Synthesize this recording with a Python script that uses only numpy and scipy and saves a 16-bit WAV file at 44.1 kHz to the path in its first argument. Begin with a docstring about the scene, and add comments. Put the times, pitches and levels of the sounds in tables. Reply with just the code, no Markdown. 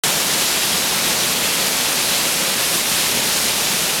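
"""Hose jet in a rock tunnel

A thick jet of water tears into hissing spray that surges and flutters. Drops spatter,
and the falling water roars in the tunnel's resonances. The sound opens abruptly
and a gain control clamps down at once."""
import sys
import numpy as np
from scipy import signal
from scipy.fft import rfft, irfft
from scipy.io import wavfile

SR = 44100
rng = np.random.default_rng(int(sys.argv[2]) if len(sys.argv) > 2 else 0)


def persist_wave(psi):
    """Save psi, clipped to +-1, as 16-bit WAV."""
    counts = np.round(np.clip(psi, -1, 1) * 32767).astype(np.int16)
    wavfile.write(sys.argv[1], SR, np.atleast_2d(counts).T)


N = 176400
T = np.arange(N) / SR
HZ = np.fft.rfftfreq(N, 1 / SR)


def amp(db):
    """Decibels to gain."""
    return 10 ** (np.asarray(db) / 20)


def unit(x):
    """Scale to unit rms."""
    return x / np.sqrt(np.mean(x ** 2) + 1e-20)


def level(points):
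    """Gain over time from rows of time_s, level_db."""
    return amp(np.interp(T, *np.transpose(points)))


def colour(x, points):
    """Filter by rows of freq_hz, gain_db; unit rms."""
    hz, db = np.transpose(points)
    gain = amp(np.interp(np.log(HZ + 1), np.log(hz), db))
    return unit(irfft(rfft(x) * gain, N))


def wander(low_hz, high_hz):
    """Random movement, equal power per octave; unit rms."""
    band = (HZ >= low_hz) & (HZ <= high_hz)
    return unit(irfft(rfft(rng.standard_normal(N)) * band / np.sqrt(HZ + 1), N))


def turbulence(depth_db, patch_hz, patch_s):
    """Noise whose level varies in short-lived patches of time and frequency."""
    hz, t, spectrum = signal.stft(rng.standard_normal(N), SR, nperseg=256)
    freq_pole, time_pole = np.exp(-hz[1] / patch_hz), np.exp(-t[1] / patch_s)
    patches = signal.lfilter([1], [1, -freq_pole], rng.standard_normal(spectrum.shape), axis=0)
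    patches = unit(signal.lfilter([1], [1, -time_pole], patches, axis=1))
    return signal.istft(spectrum * amp(depth_db * patches), SR, nperseg=256)[1][:N]


def tunnel(x, t60_s=0.97, tail_db=-6.5):
    """Add a dense tail of reflections from the rock walls."""
    tail = rng.standard_normal(SR) * np.exp(-np.log(1000) * T[:SR] / t60_s)
    return x + amp(tail_db) * signal.fftconvolve(x, tail / np.linalg.norm(tail))[:N]


def ringing(modes):
    """Tunnel resonances kept ringing by the churning water."""
    out = np.zeros(N)
    for pitch_hz, half_width_hz, level_db in modes:
        peak = 1 / (1 + ((HZ - pitch_hz) / half_width_hz) ** 2)
        out += amp(level_db) * unit(irfft(rfft(rng.standard_normal(N)) * peak, N))
    return unit(out)


def roar(surge, churn_db=0.12, faint_db=-41.5, surge_db=0.53):
    """Falling water lands and churns; a low boom and a hollow ring swell and fade in the tunnel."""
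    # Envelopes: time_s, level_db
    churn_level = [(0.1, -25.8), (0.46, -26), (0.52, -26.9), (0.93, -26.6), (1.11, -25), (1.77, -27.1),
                   (2.06, -26.5), (2.84, -27.4), (3.08, -26), (3.97, -27.5)]
    boom_level = [(0.1, -45), (0.4, -54), (0.65, -39), (1.15, -34.5), (1.35, -45), (2.9, -44),
                  (3.17, -37.5), (3.43, -42), (3.72, -37), (3.97, -42.5)]
    hollow_level = [(0.1, -38), (0.65, -44), (1.45, -44), (1.72, -49), (2.1, -39.5), (2.5, -35.5),
                    (3.15, -46), (3.97, -50)]
    # Churn spectrum: freq_hz, gain_db
    churn_spectrum = [(15, -45), (28, -21), (45, -11.5), (68, -10.5), (86, -14), (120, -6.5), (150, -1.5),
                      (200, -1), (240, -0.5), (295, -4), (360, -1.5), (600, -3), (900, -4.5), (1400, -6.5),
                      (2000, -7), (4000, -15), (10000, -29)]
    # Tunnel resonances: pitch_hz, half_width_hz, level_db
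    boom_modes = [(183, 19, -1.5), (228, 14, -6)]
    hollow_modes = [(526, 5.6, -0.5), (564, 17, -1.5)]
    faint_modes = [(397, 11, 0), (740, 35, 0.12), (870, 22, 0), (1780, 60, 1)]
    noise = turbulence(depth_db=0.65, patch_hz=500, patch_s=0.018)
    churn = amp(churn_db) * level(churn_level) * colour(noise, churn_spectrum)
    boom = level(boom_level) * ringing(boom_modes)
    hollow = level(hollow_level) * ringing(hollow_modes)
    faint = amp(faint_db) * ringing(faint_modes)
    return (churn + boom + hollow + faint) * amp(surge_db * surge)


def spatter(flow, level_db=-31.5, drops_per_s=2500, spread_db=4, decay_cycles=1.63):
    """Thousands of drops strike rock and steel, each a tick of a cycle or two."""
    pitches_hz = np.geomspace(598, 12000, 24)
    hit_chance = drops_per_s / len(pitches_hz) / SR
    out = np.zeros(N)
    for pitch_hz in pitches_hz:
        cycles = T[:SR // 50] * pitch_hz
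        tick = np.sin(2 * np.pi * cycles) * np.exp(-cycles / decay_cycles)
        sizes = amp(spread_db * np.minimum(rng.exponential(1, N), 5))
        hits = sizes * rng.choice([-1, 1], N) * (rng.random(N) < hit_chance)
        out += signal.oaconvolve(hits, tick * pitch_hz ** 0.67)[:N]  # high ticks peak higher
    return amp(level_db) * flow * unit(tunnel(out))


def jet(flow, gain_db=0.47):
    """Spray tears off the jet: a bright hiss that follows the flow."""
    # Hiss envelope: time_s, level_db
    hiss_level = [(0.1, -20), (0.28, -20), (0.46, -19), (0.54, -20), (1.0, -19.5), (1.47, -19.5),
                  (1.9, -20.0), (2.07, -18.9), (2.55, -20.0), (2.77, -18.5), (2.85, -20.5), (3.01, -18),
                  (3.14, -20), (3.27, -18.5), (3.45, -19.6), (3.68, -20.0), (3.87, -19.6), (3.98, -21.5)]
    # Hiss spectrum: freq_hz, gain_db
    hiss_spectrum = [(300, -31), (900, -10), (1600, -6), (2100, -4), (2500, -0.94), (4000, 0), (6000, -2),
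                     (8300, -4), (10000, -4.4), (12300, -6), (14000, -11.3), (16300, -20), (17200, -30)]
    noise = turbulence(depth_db=0.68, patch_hz=1200, patch_s=0.033)
    return amp(gain_db) * flow * level(hiss_level) * colour(noise, hiss_spectrum)


def scene():
    """One uneven flow drives the hiss, the spatter and the roar."""
    surge_db, flutter_db = 0.24, 0.22
    surge = wander(low_hz=4, high_hz=16)
    flutter = wander(low_hz=12, high_hz=160)  # the jet breaking into slugs
    flow = amp(surge_db * surge + flutter_db * flutter)
    return (jet(flow) + spatter(flow) + roar(surge))[None]


def record(dry):
    """The input opens, the gain control clamps down and holds, then a steep low-pass."""
    open_s, input_db, cutoff_hz = 0.036, 5.5, 17150
    threshold_db, settle_s, ratio = -23.0, 0.027, 2.0
    x = dry[0] * (T >= open_s) * amp(input_db)
    pole = np.exp(-1 / (settle_s * SR))
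    power_db = 10 * np.log10(signal.lfilter([1 - pole], [1, -pole], x ** 2) + 1e-12)
    over_db = np.maximum(np.maximum.accumulate(power_db) - threshold_db, 0)
    x = x * amp(-over_db * (1 - 1 / ratio))
    lowpass = signal.firwin(511, cutoff_hz, window=("kaiser", 8), fs=SR)
    return signal.fftconvolve(x, lowpass, "same")[None]


dry = scene()
out = record(dry)
persist_wave(out)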